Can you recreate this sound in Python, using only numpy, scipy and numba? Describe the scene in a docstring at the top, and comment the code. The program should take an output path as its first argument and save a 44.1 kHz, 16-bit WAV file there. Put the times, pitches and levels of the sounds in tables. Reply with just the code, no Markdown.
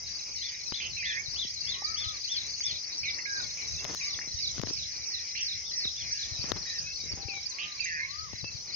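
"""Dawn chorus in scrubland

Heard on a hand-held phone turning slowly. Four small birds repeat phrases of gliding tones, bulbuls buzz
(pulse harmonics through throat resonances) and whistle, a far bird slurs low notes; behind them are a crowd
of short chirps, an insect of pulsed noise and far murmur. Wind bumps the left microphone port, fingers rub
and tick on the case, and a gain control driven by low sound on the left ducks after knocks."""
import sys
import numpy as np
from scipy import signal
from scipy.fft import rfft, irfft
from scipy.io import wavfile
from scipy.ndimage import uniform_filter1d
from numba import njit

SR = 44100
rng = np.random.default_rng(int(sys.argv[2]) if len(sys.argv) > 2 else 0)


def master(y):
    """Save y as 16-bit WAV."""
    cut = np.clip(np.atleast_2d(y).T, -1, 1)
    pcm = np.round(cut * 32767)  # scale
    wavfile.write(sys.argv[1], SR, pcm.astype(np.int16))


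N = 385875

# kinds of burry bulbul note: (length [s], pulse start [Hz], pulse end [Hz], throat start [Hz],
# throat end [Hz], throat width [Hz], upper resonance [dB])
BURR_KINDS = {"rising": (0.088, 215, 250, 2500, 2760, 270, -10.5),
              "dropping": (.08, 399.5, 330, 2800, 2380, 150, -22),
              "long": (.175, 175, 150, 2250, 1810, 135, -8) , "level": (0.09, 212, 230, 2751, 2228, 122, -15.5),
              "low": (0.147, 240, 150, 1970, 1840.5, 98, -15),
              "short": (0.032, 219.5, 190, 2269, 2128, 142, -14)}


def undb(db):
    """Amplitude ratio: 20 dB is a factor of ten."""
    return 10 ** (np.asarray(db) / 20)


def level(x, db):
    """Root-mean-square scaling: unit power first, then a fixed or moving level in dB."""
    return x * undb(db) / np.sqrt(np.mean(x ** 2))


def curve(rows):
    """Linear interpolation: columns of a (time [s], value, ..) table at every sample."""
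    s, *columns = np.transpose(rows)
    return [np.interp(np.arange(N) / SR, s, c) for c in columns]


def walk(rate):
    """Smoothed random steps: levels held 1 / rate seconds, slewed by two moving averages."""
    k = int(SR / rate)
    steps = np.repeat(rng.standard_normal(N // k + 1), k)
    return uniform_filter1d(uniform_filter1d(steps, k), k)[:N]


def coloured(points):
    """Spectral shaping: white noise weighted by (frequency [Hz], gain [dB]) points."""
    hz, db = np.transpose(points)
    bins = np.arange(N // 2 + 1) * SR / N + 1
    gain = undb(np.interp(np.log(bins), np.log(hz), db, -99, -99))
    return irfft(rfft(rng.standard_normal(N)) * gain, N)


def add(out, s, make, length, db, pan_db, lag_ms):
    """Level and time differences place a sound make(t); the left port hears it lag_ms late."""
    start, size = int(s * SR), int(length * SR) + 64
    keep = slice(max(-start, 0), max(N - start, 0))
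    sides = [(pan_db / 2, lag_ms / 2000), (-pan_db / 2, -lag_ms / 2000)]
    for channel, (gain_db, lag) in enumerate(sides):
        t = np.clip((np.arange(size) - 32) / SR - lag, 0, length)
        piece = (undb(db + gain_db) * make(t))[keep]
        first = max(start, 0)
        out[channel, first:first + len(piece)] += piece


def flutter(length, rate, depth_db):
    """Scintillation: moving air and leaves between bird and phone waver the gain rate times a second."""
    points = undb(depth_db * rng.standard_normal(int(length * rate) + 2))
    return lambda t: np.interp(t * rate, np.arange(len(points)), points)


def note(length, hz0, hz1, hz2, edge=.75, top=.5, depth_db=3.5):
    """Frequency modulation: a near sine bends through three pitches, the middle one at share top."""
    bend, slope = 2 * (hz0 + hz2 - 2 * hz1), 4 * hz1 - 3 * hz0 - hz2
    p = np.log(.5) / np.log(top)  # warps time so that share top becomes one half
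    waver = flutter(length, rate=140, depth_db=depth_db)

    def make(t):
        w = (t / length) ** p
        # integral of the pitch hz0 + slope * w + bend * w ** 2
        cycles = t * (hz0 + slope * w / (p + 1) + bend * w ** 2 / (2 * p + 1))
        envelope = np.abs(np.sin(np.pi * w)) ** edge
        return np.sqrt(2) * waver(t) * envelope * np.sin(2 * np.pi * cycles)
    return make


def bouts(rows, slowing_s):
    """Near-regular rhythm: phrase times and levels, each gap slowing_s longer than the one before."""
    k = np.arange(12)
    phrases = []
    for s, end, gap, db, swell_db in rows:
        at = s + gap * k + slowing_s * k * (k - 1) / 2
        sung = at < end
        phrases += zip(at[sung], (db + swell_db * k)[sung])
    return phrases


def songbirds():
    """Syllable repetition: four near birds, each note varying a little in pitch and strength."""
    # notes of one phrase: (time after phrase start [s], length [s], start [Hz], middle [Hz], end [Hz],
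    # relative level [dB])
    arch_notes = [(.011, .106, 2440, 3610, 2494, 6.5)]
    hook_notes = [(0.00096, 0.083, 2944, 3610, 2410, -3)]
    warble_notes = [(.003, .028, 4380, 4140, 3800, 2), (.034, 0.03, 4730, 4640, 4250, 0.5),
                    (.055, 0.018, 4870, 4980, 4870, 3.5), (.085, .024, 4145, 4563, 4504, 6.5),
                    (.122, 0.031, 5940, 6400, 6640, -5), (.15, .022, 4610, 4600, 4500, -8.5)]
    climb_notes = [(-.14, 0.038, 4090, 3840, 3765, -10.5), (-.104, 0.022, 4100, 4000, 3800, -4),
                   (-.075, 0.026, 4800, 4680, 4500, -5), (-.048, 0.026, 5370, 5550, 5500, -2),
                   (-.018, 0.02, 4364, 4764, 4850, 5), (.014, 0.028, 6100, 6350, 6540, -4)]
    tumble_notes = [(-.1, 0.018, 4380, 4076, 4130, -2.5), (-.075, 0.018, 4740, 4526, 4490, 2),
                    (-.05, 0.05, 6440, 5480, 5115, 4.5), (-.012, .024, 4616, 4570, 4480, -1),
                    (.008, .018, 5240, 4650, 4230, 2), (.022, .03, 4293, 4070, 3470, 3),
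                    (.05, 0.036, 4270, 3884, 3130, 1.5), (.078, .03, 4430, 4050, 3950, -4.5)]
    # uneven singers, phrase by phrase: (time [s], reference level [dB])
    arch_times = [(0.397, -49), (0.712, -46.5), (1.026, -46.5), (1.345, -43.5), (1.648, -45.5),
                  (1.946, -46), (2.265, -45.5), (2.608, -46.5)]
    hook_times = [(5.642, -44), (5.959, -43)]
    tumble_times = [(0.385, -43.5), (0.705, -41.5), (1.027, -42.5), (1.353, -42), (1.681, -38.5),
                    (2.013, -39), (2.349, -38), (2.681, -37.5), (3.018, -40), (3.363, -43), (3.714, -44),
                    (4.067, -39), (4.412, -38.5), (4.757, -42.5), (5.11, -39.5), (5.452, -36),
                    (5.807, -36.5), (6.16, -40.5)]
    # steady singers, bout by bout: (start [s], end [s], first gap [s], reference level [dB],
    # swell per phrase [dB])
    warble_bouts = [(.061, 3.5, .2985, -45, 0), (6.028, 8.75, .295, -50, 0.63)]
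    climb_bouts = [(.174, 2, .327, -45, 1.2), (3.033, 3.5, 0.36, -44.5, -2),
                   (3.808, 4.6, .335, -40.5, -0.5), (6.467, 8, 0.33, -38, 0)]
    # the tumbling singer drifts across as the phone turns: (time [s], left minus right [dB])
    tumble_pan = [(.4, 6), (2.7, 3.5), (3.7, 7), (4.8, -11), (5.5, -1)]

    out = np.zeros((2, N))
    # (notes, phrases, left minus right [dB] at a time, lag of the left port [ms])
    singers = [(arch_notes, arch_times, lambda s: 2.5, -.27),
               (hook_notes, hook_times, lambda s: 2.5, -.27),
               (warble_notes, bouts(warble_bouts, slowing_s=0), lambda s: 11, .385),
               (climb_notes, bouts(climb_bouts, slowing_s=.005), lambda s: -6, -.52),
               (tumble_notes, tumble_times, lambda s: np.interp(s, *np.transpose(tumble_pan)), -.09)]
    for phrase, rows, pan_db, lag_ms in singers:
        top = .43 if len(phrase) == 1 else .5  # single notes reach the middle pitch early
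        for s, db in rows:
            for after, length, *hz, rel_db in phrase:
                tune, vary_db = rng.standard_normal(2) * (.004, 1.2)
                sound = note(length, *np.multiply(hz, 1 + tune), top=top)
                add(out, s + after, sound, length, db + rel_db + vary_db, pan_db(s), lag_ms)
    return out


def buzz(length, pulse0, pulse1, hz0, hz1, width_hz, upper_db):
    """Source and filter: pulse harmonics through two throat resonances, gliding fast, then settling."""
    scoop_hz, scoop_s = 603, .005  # the throat opens from below at the onset
    upper_hz = 600  # second resonance, above the first
    attack_s, release_s = .003, .02
    k, shift = np.arange(4, 24)[:, None], rng.uniform(0, 2.4, (20, 1))
    wavers = [flutter(length, rate=90, depth_db=4) for _ in k]
    slip = flutter(length, rate=80, depth_db=1.2)  # used as a wandering phase [rad]

    def make(t):
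        left = 1 - t / length
        pulse = pulse1 + (pulse0 - pulse1) * left ** 2
        cycles = pulse1 * t + (pulse0 - pulse1) * length * (1 - left ** 3) / 3
        throat = hz1 + (hz0 - hz1) * left ** 4 - scoop_hz * np.exp(-t / scoop_s)

        def resonance(hz):
            return np.exp(-.5 * ((k * pulse - hz) / width_hz) ** 2)
        gains = resonance(throat) + undb(upper_db) * resonance(throat + upper_hz)
        gains = gains * [w(t) for w in wavers]
        wave = (gains * np.sin(k * (2 * np.pi * cycles + slip(t)) + shift)).sum(0)
        steady = wave * np.sqrt(2 / (gains ** 2).sum(0))  # same power whichever harmonics pass
        return steady * np.minimum(np.minimum(t / attack_s, (length - t) / release_s), 1)
    return make


def bulbuls():
    """Two voicings: straight gliding whistles, and burry notes from a pulsed source."""
    # (time [s], length [s], start [Hz], end [Hz], level [dB], left minus right [dB])
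    whistles = [(1.165, 0.049, 2080, 2308, -36, -6.5), (1.851, 0.078, 2350, 2244, -53, 16),
                (3.253, 0.012, 1970, 2440, -35.5, -10), (3.255, 0.15, 1653, 1588, -38, -9),
                (3.39, 0.027, 1566, 1416, -48, -14.5), (3.772, 0.055, 2610, 2765, -48, -2),
                (4.007, 0.018, 2660, 2250, -42, 8), (6.84, 0.088, 2505, 2660, -45.5, 2),
                (7.158, 0.24, 800, 787, -54.5, -1.5), (7.347, 0.052, 2375, 2190, -49, 21),
                (7.992, 0.069, 2063, 2230, -34, -4.5), (8.438, 0.062, 2656, 2630, -44, -5)]
    # burry notes sung, by kind: (time [s], level [dB], left minus right [dB])
    burry_notes = {"rising": [(0.798, -38.5, -7.5), (5.348, -40.5, -9.5), (7.582, -38, -8.5)],
                   "dropping": [(.965, -41, -11), (7.28, -47, 20), (7.79, -40, -11.5)],
                   "long": [(1.025, -37, -4.5), (7.853, -36, -4)], "level": [(3.03, -37, -8),
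                   (3.57, -52, 23), (4.01, -50.5, 20.5)], "low": [(6.65, -46.5, 4)],
                   "short": [(2.88, -55, 10), (3.183, -39, -9), (4.21, -47, 17)]}

    out = np.zeros((2, N))
    for s, length, hz0, hz1, db, pan_db in whistles:
        sound = note(length, hz0, (hz0 + hz1) / 2, hz1, edge=.3, depth_db=2.5)
        add(out, s, sound, length, db, pan_db, .32)
    for kind, rows in burry_notes.items():
        for s, db, pan_db in rows:
            add(out, s, buzz(*BURR_KINDS[kind]), BURR_KINDS[kind][0], db, pan_db, .38)
    return out


def far_low_bird():
    """Slow frequency glide: low notes slur up to a top pitch and down again."""
    # (time [s], length [s], start [Hz], top [Hz], end [Hz], share sung before the top, level [dB])
    slurs = [(1.647, 0.33, 1055, 1312, 1124, 0.81, -46), (1.996, 0.18, 1143, 1281, 1075, 0.51, -51),
             (3.96, .19, 1060, 1164, 1027, 0.68, -56), (7.467, .32, 966, 1223, 992, 0.65, -54.5),
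             (7.948, 0.35, 1017, 1290, 970, 0.79, -48)]

    out = np.zeros((2, N))
    for s, length, *hz, top, db in slurs:
        sound = note(length, *hz, edge=.51, top=top, depth_db=1)
        add(out, s, sound, length, db, pan_db=6.5, lag_ms=.32)
    return out


def far_bulbuls(count):
    """Random superposition: burry notes from far bushes at chance moments, pitches and sides."""
    out = np.zeros((2, N))
    times = rng.uniform(0, N / SR, count)
    for when, (tune, vary, pan) in zip(times, rng.standard_normal((count, 3))):
        length, *hz, upper_db = BURR_KINDS["low"]
        sound = buzz(length, *np.multiply(hz, 1.13 + .09 * tune), upper_db)
        add(out, when, sound, length, -56.5 + 2.2 * vary, 5 * pan, .38)
    return out


def crowd(count, centre_hz, spread_hz, fall, length, lag=20):
    """Incoherent summation: far chirps, mostly falling; the left port hears them about lag samples late."""
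    size = int(length * SR)
    at = rng.integers(0, N, count)
    pitch, glide, vary, pan = rng.standard_normal((4, count, 1))
    u = np.arange(size) / size
    hz = centre_hz + spread_hz * 2 * np.tanh(pitch / 2)
    cycles = hz * length * (u + fall * (1 + glide) * u * (1 - u))
    chirps = np.sin(np.pi * u) * np.sin(2 * np.pi * cycles) * undb(2 * vary)
    where = (at[:, None] + np.arange(size)).ravel()
    lean_db = 1.7 + 1.5 * pan
    sides = []
    for late, side in [(int(lag), 1), (0, -1)]:  # left, right
        jitter = rng.integers(0, 5, count).repeat(size) * (side < 0)
        weights = (chirps * undb(side * lean_db)).ravel()
        summed = np.bincount(where + late + jitter, weights, N + size + 30)
        sides.append(summed[size:N + size])
    return level(np.array(sides), 0)


def insect():
    """Amplitude modulation: a noise band restarts and decays about 150 times a second, strongest right."""
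    # level in the right channel: (time [s], level [dB])
    insect_level = [(0, -47), (2.2, -48.5), (2.6, -41), (3.15, -64), (3.35, -43), (4.085, -41), (4.1, -52),
                    (8.75, -56)]
    phase = np.cumsum(150 * (1 + .031 * walk(6.2))) / SR % 1
    band = coloured([(5900, -18.5), (6250, .5), (6450, -4), (6750, -26)])
    ring = band * np.exp(-phase / .71)
    return level(ring, curve(insect_level)[0]) * undb([[-8], [0]])


def thump(t):
    """Damped flexure of the case: a pitch that sinks as the swing dies."""
    base_hz, drop_hz, drop_s, decay_s = 96, 415, .0028, .012
    cycles = base_hz * t + drop_hz * drop_s * (1 - np.exp(-t / drop_s))
    return np.sin(2 * np.pi * cycles) * np.exp(-t / decay_s)


def fingers():
    """Friction and impact: rubs are shaped noise, ticks and snaps decaying noise, thuds a damped swing."""
    # rubs: (time [s], length [s], level [dB])
    rubs = [(3.792, 0.17, -48.5), (4.135, 0.16, -55.5), (4.527, 0.23, -53.5), (6.415, 0.24, -52),
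            (7.026, 0.42, -60)]
    # ticks: (time [s], crack level [dB], thump level [dB])
    ticks = [(0.7215, -23.5, -45), (3.849, -26, -45), (4.58, -33.5, -41), (4.596, -27, -34.5),
             (4.6345, -31, -29), (4.67, -31, -42), (4.699, -40, -47), (5.8517, -36.5, -45.5),
             (6.44, -34, -42.5), (6.5176, -16.5, -27.5), (7.1354, -41, -44.5), (8.332, -37.5, -42.5),
             (8.4422, -34, -43)]
    # soft knuckle thuds: (time [s], level [dB])
    thuds = [(1.449, -47.5), (3.903, -47), (4.273, -49), (7.037, -50), (7.059, -52), (7.174, -49)]
    # sharp nail snaps: (time [s], level [dB])
    snaps = [(3.8434, -23), (3.9473, -21), (4.615, -18.5), (6.5189, -19.5)]

    out = np.zeros((2, N))
    skin = coloured([(100, -6), (300, 0), (1000, -7), (3500, -14), (6500, -22)])
    rub = level(skin, 7 * walk(80))
    for s, length, db in rubs:
        start = int(s * SR)
        add(out, s, lambda t: rub[start:start + len(t)] * np.sin(np.pi * t / length), length, db, 12, .4)
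    for s, crack_db, _ in ticks:
        grit = uniform_filter1d(rng.standard_normal(512), size=5)
        add(out, s, lambda t: grit[(t * SR).astype(int)] * np.exp(-t / .0034) * (t > 0),
            .006, crack_db, 18, 0)
    for s, *_, db in ticks + thuds:
        add(out, s, thump, .06, db, 24, 0)
    for s, db in snaps:
        grit = np.diff(rng.standard_normal(512))  # differencing favours the treble
        add(out, s, lambda t: grit[(t * SR).astype(int)] * np.exp(-t / .00072) * (t > 0),
            .004, db, 20, 0)
    return out


def taps():
    """Damped resonance: small hollow taps ahead, each a decaying sine."""
    # (time [s], level [dB], ring [Hz])
    tap_rows = [(1.821, -35, 830), (2.605, -33, 2140), (4.189, -26.5, 1840)]
    decay_cycles = 3.7
    out = np.zeros((2, N))
    for s, db, hz in tap_rows:
        add(out, s, lambda t: np.sin(2 * np.pi * hz * t) * np.exp(-t * hz / decay_cycles),
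            5 * decay_cycles / hz, db, 1.5, 0)
    return out


def wind():
    """Turbulent pressure at the ports: gusting low noise and brief low bumps, strongest on the left; the two
    higher-pitched bumps are thumps on the case."""
    # level around which gusts vary, before the side offsets: (time [s], level [dB])
    wind_level = [(0, -58.5), (3.4, -54.5), (4, -53.5), (4.7, -53.5), (5.2, -63), (5.9, -54), (7.2, -51),
                  (7.6, -63), (8.3, -50.5), (8.75, -58)]
    # bumps: (time [s], level [dB], pitch [Hz]); the two near 350 Hz are thumps on the case
    bumps = [(1.275, -45.5, 110.3), (2.055, -43.5, 86.4), (4.334, -43.5, 72.2), (4.591, -29, 154),
             (4.706, -38.5, 345), (7.282, -44.5, 378), (6.311, -41.5, 94.14), (6.385, -38.5, 99),
             (7.124, -40.5, 90.8), (7.247, -39, 96), (8.426, -40.5, 120.6), (8.542, -43.5, 112)]
    bump_cycles = 2.45

    gust = curve(wind_level)[0] + 5 * walk(13)
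    rumble = [(25, -35.5), (50, -9.5), (80, -3.5), (160, -12), (300, -28.5), (700, -26)]
    out = np.array([level(coloured(rumble), gust + 3), level(coloured(rumble), gust - 9)])
    for s, db, hz in bumps:
        add(out, s, lambda t: np.sin(np.pi * t * hz / bump_cycles) ** 2 * np.sin(2 * np.pi * hz * t),
            bump_cycles / hz, db, 24, 0)
    return out


def air():
    """Independent band modulation: in still air and far birds each third of the range swells alone."""
    # (frequency [Hz], relative level [dB])
    spectrum = [(150, -20), (300, -18.5), (1500, -23.5), (1850, -18), (2150, -12), (2900, -19.5),
                (3500, -19), (4100, -16), (4700, -16), (6300, -10.5), (6900, -19)]
    hz = [f for f, _ in spectrum]
    low, high = hz.index(1500), hz.index(2900)
    bands = [spectrum[:low + 1], spectrum[low:high + 1], spectrum[high:]]
    swells = [undb(-28.5 + 2.5 * walk(4.4) + 4.5 * walk(15)) for _ in bands]
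    return np.array([sum(g * coloured(b) for g, b in zip(swells, bands)) for _ in range(2)])


def scrub(birds):
    """Diffuse scattering: convolution with exponentially decaying noise gives the scrub's tail."""
    t60_s, tail_db = .2, -8.5
    t = np.arange(int(t60_s * SR)) / SR
    tail = rng.standard_normal((2, len(t))) * np.exp(-np.log(1000) * t / t60_s) * (t > .012)
    tail *= undb(tail_db) / np.sqrt((tail ** 2).sum(1, keepdims=True))
    blend = birds.mean(0, keepdims=True) + .5 * birds
    return signal.fftconvolve(blend, tail, axes=1)[:, :N]


def scene():
    """Linear superposition: birds with their scattered tail, over air, insect, wind and handling."""
    # level of the dense crowd: (time [s], level [dB])
    crowd_level = [(0.0, -41.5), (0.83, -43), (5.31, -38.5), (6.94, -39.5), (7.63, -47), (8.75, -44)]
    birds = songbirds() + bulbuls() + far_low_bird() + far_bulbuls(count=70)
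    dense = crowd(count=14000, centre_hz=5430, spread_hz=440, fall=.02, length=.018)
    middle = crowd(count=340, centre_hz=4406, spread_hz=334, fall=.03, length=.02)
    low = crowd(count=110, centre_hz=2400, spread_hz=280, fall=.06, length=.05)
    birds = birds + undb(curve(crowd_level)[0]) * dense + undb(-48) * middle + undb(-61) * low
    return birds + scrub(birds) + insect() + fingers() + taps() + wind() + air()


@njit
def follower(x, release):
    """Peak detection: the level jumps up at once and sinks exponentially."""
    e, y = 0., np.empty(len(x))
    for i in range(len(x)):
        e = max(x[i], e * release)
        y[i] = e
    return y


def record(dry):
    """Compression and band-limiting: low peaks on the left duck both channels; treble is weak; hiss."""
    # converter hiss: (frequency [Hz], relative level [dB])
    hiss_spectrum = [(7500, -43.5), (9500, -25), (11000, -13), (14000, -12), (14800, 2), (15800, -2.5)]
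    threshold_db, release_s = -33, .016
    voice_top_hz, top_hz = 6830, 15750

    low = signal.sosfilt(signal.butter(2, 900, fs=SR, output="sos"), dry[0])
    peak = follower(np.abs(low), np.exp(-1 / (release_s * SR)))
    gain = np.minimum(1, (undb(threshold_db) / (peak + 1e-9)) ** .63)
    ducked = dry * uniform_filter1d(gain, size=88, origin=43)  # averages past samples: 2 ms attack
    voice = signal.sosfilt(signal.ellip(10, .3, 80, voice_top_hz, fs=SR, output="sos"), ducked)
    treble = signal.sosfilt(signal.butter(6, 7400, "high", fs=SR, output="sos"), ducked)
    hiss = np.array([level(coloured(hiss_spectrum), -77.5 + 1.5 * walk(7.5)) for _ in range(2)])
    mix = voice + undb(-25.5) * treble + hiss
    return signal.sosfilt(signal.ellip(10, .2, 70, top_hz, fs=SR, output="sos"), mix)


dry = scene()
out = record(dry)
master(out)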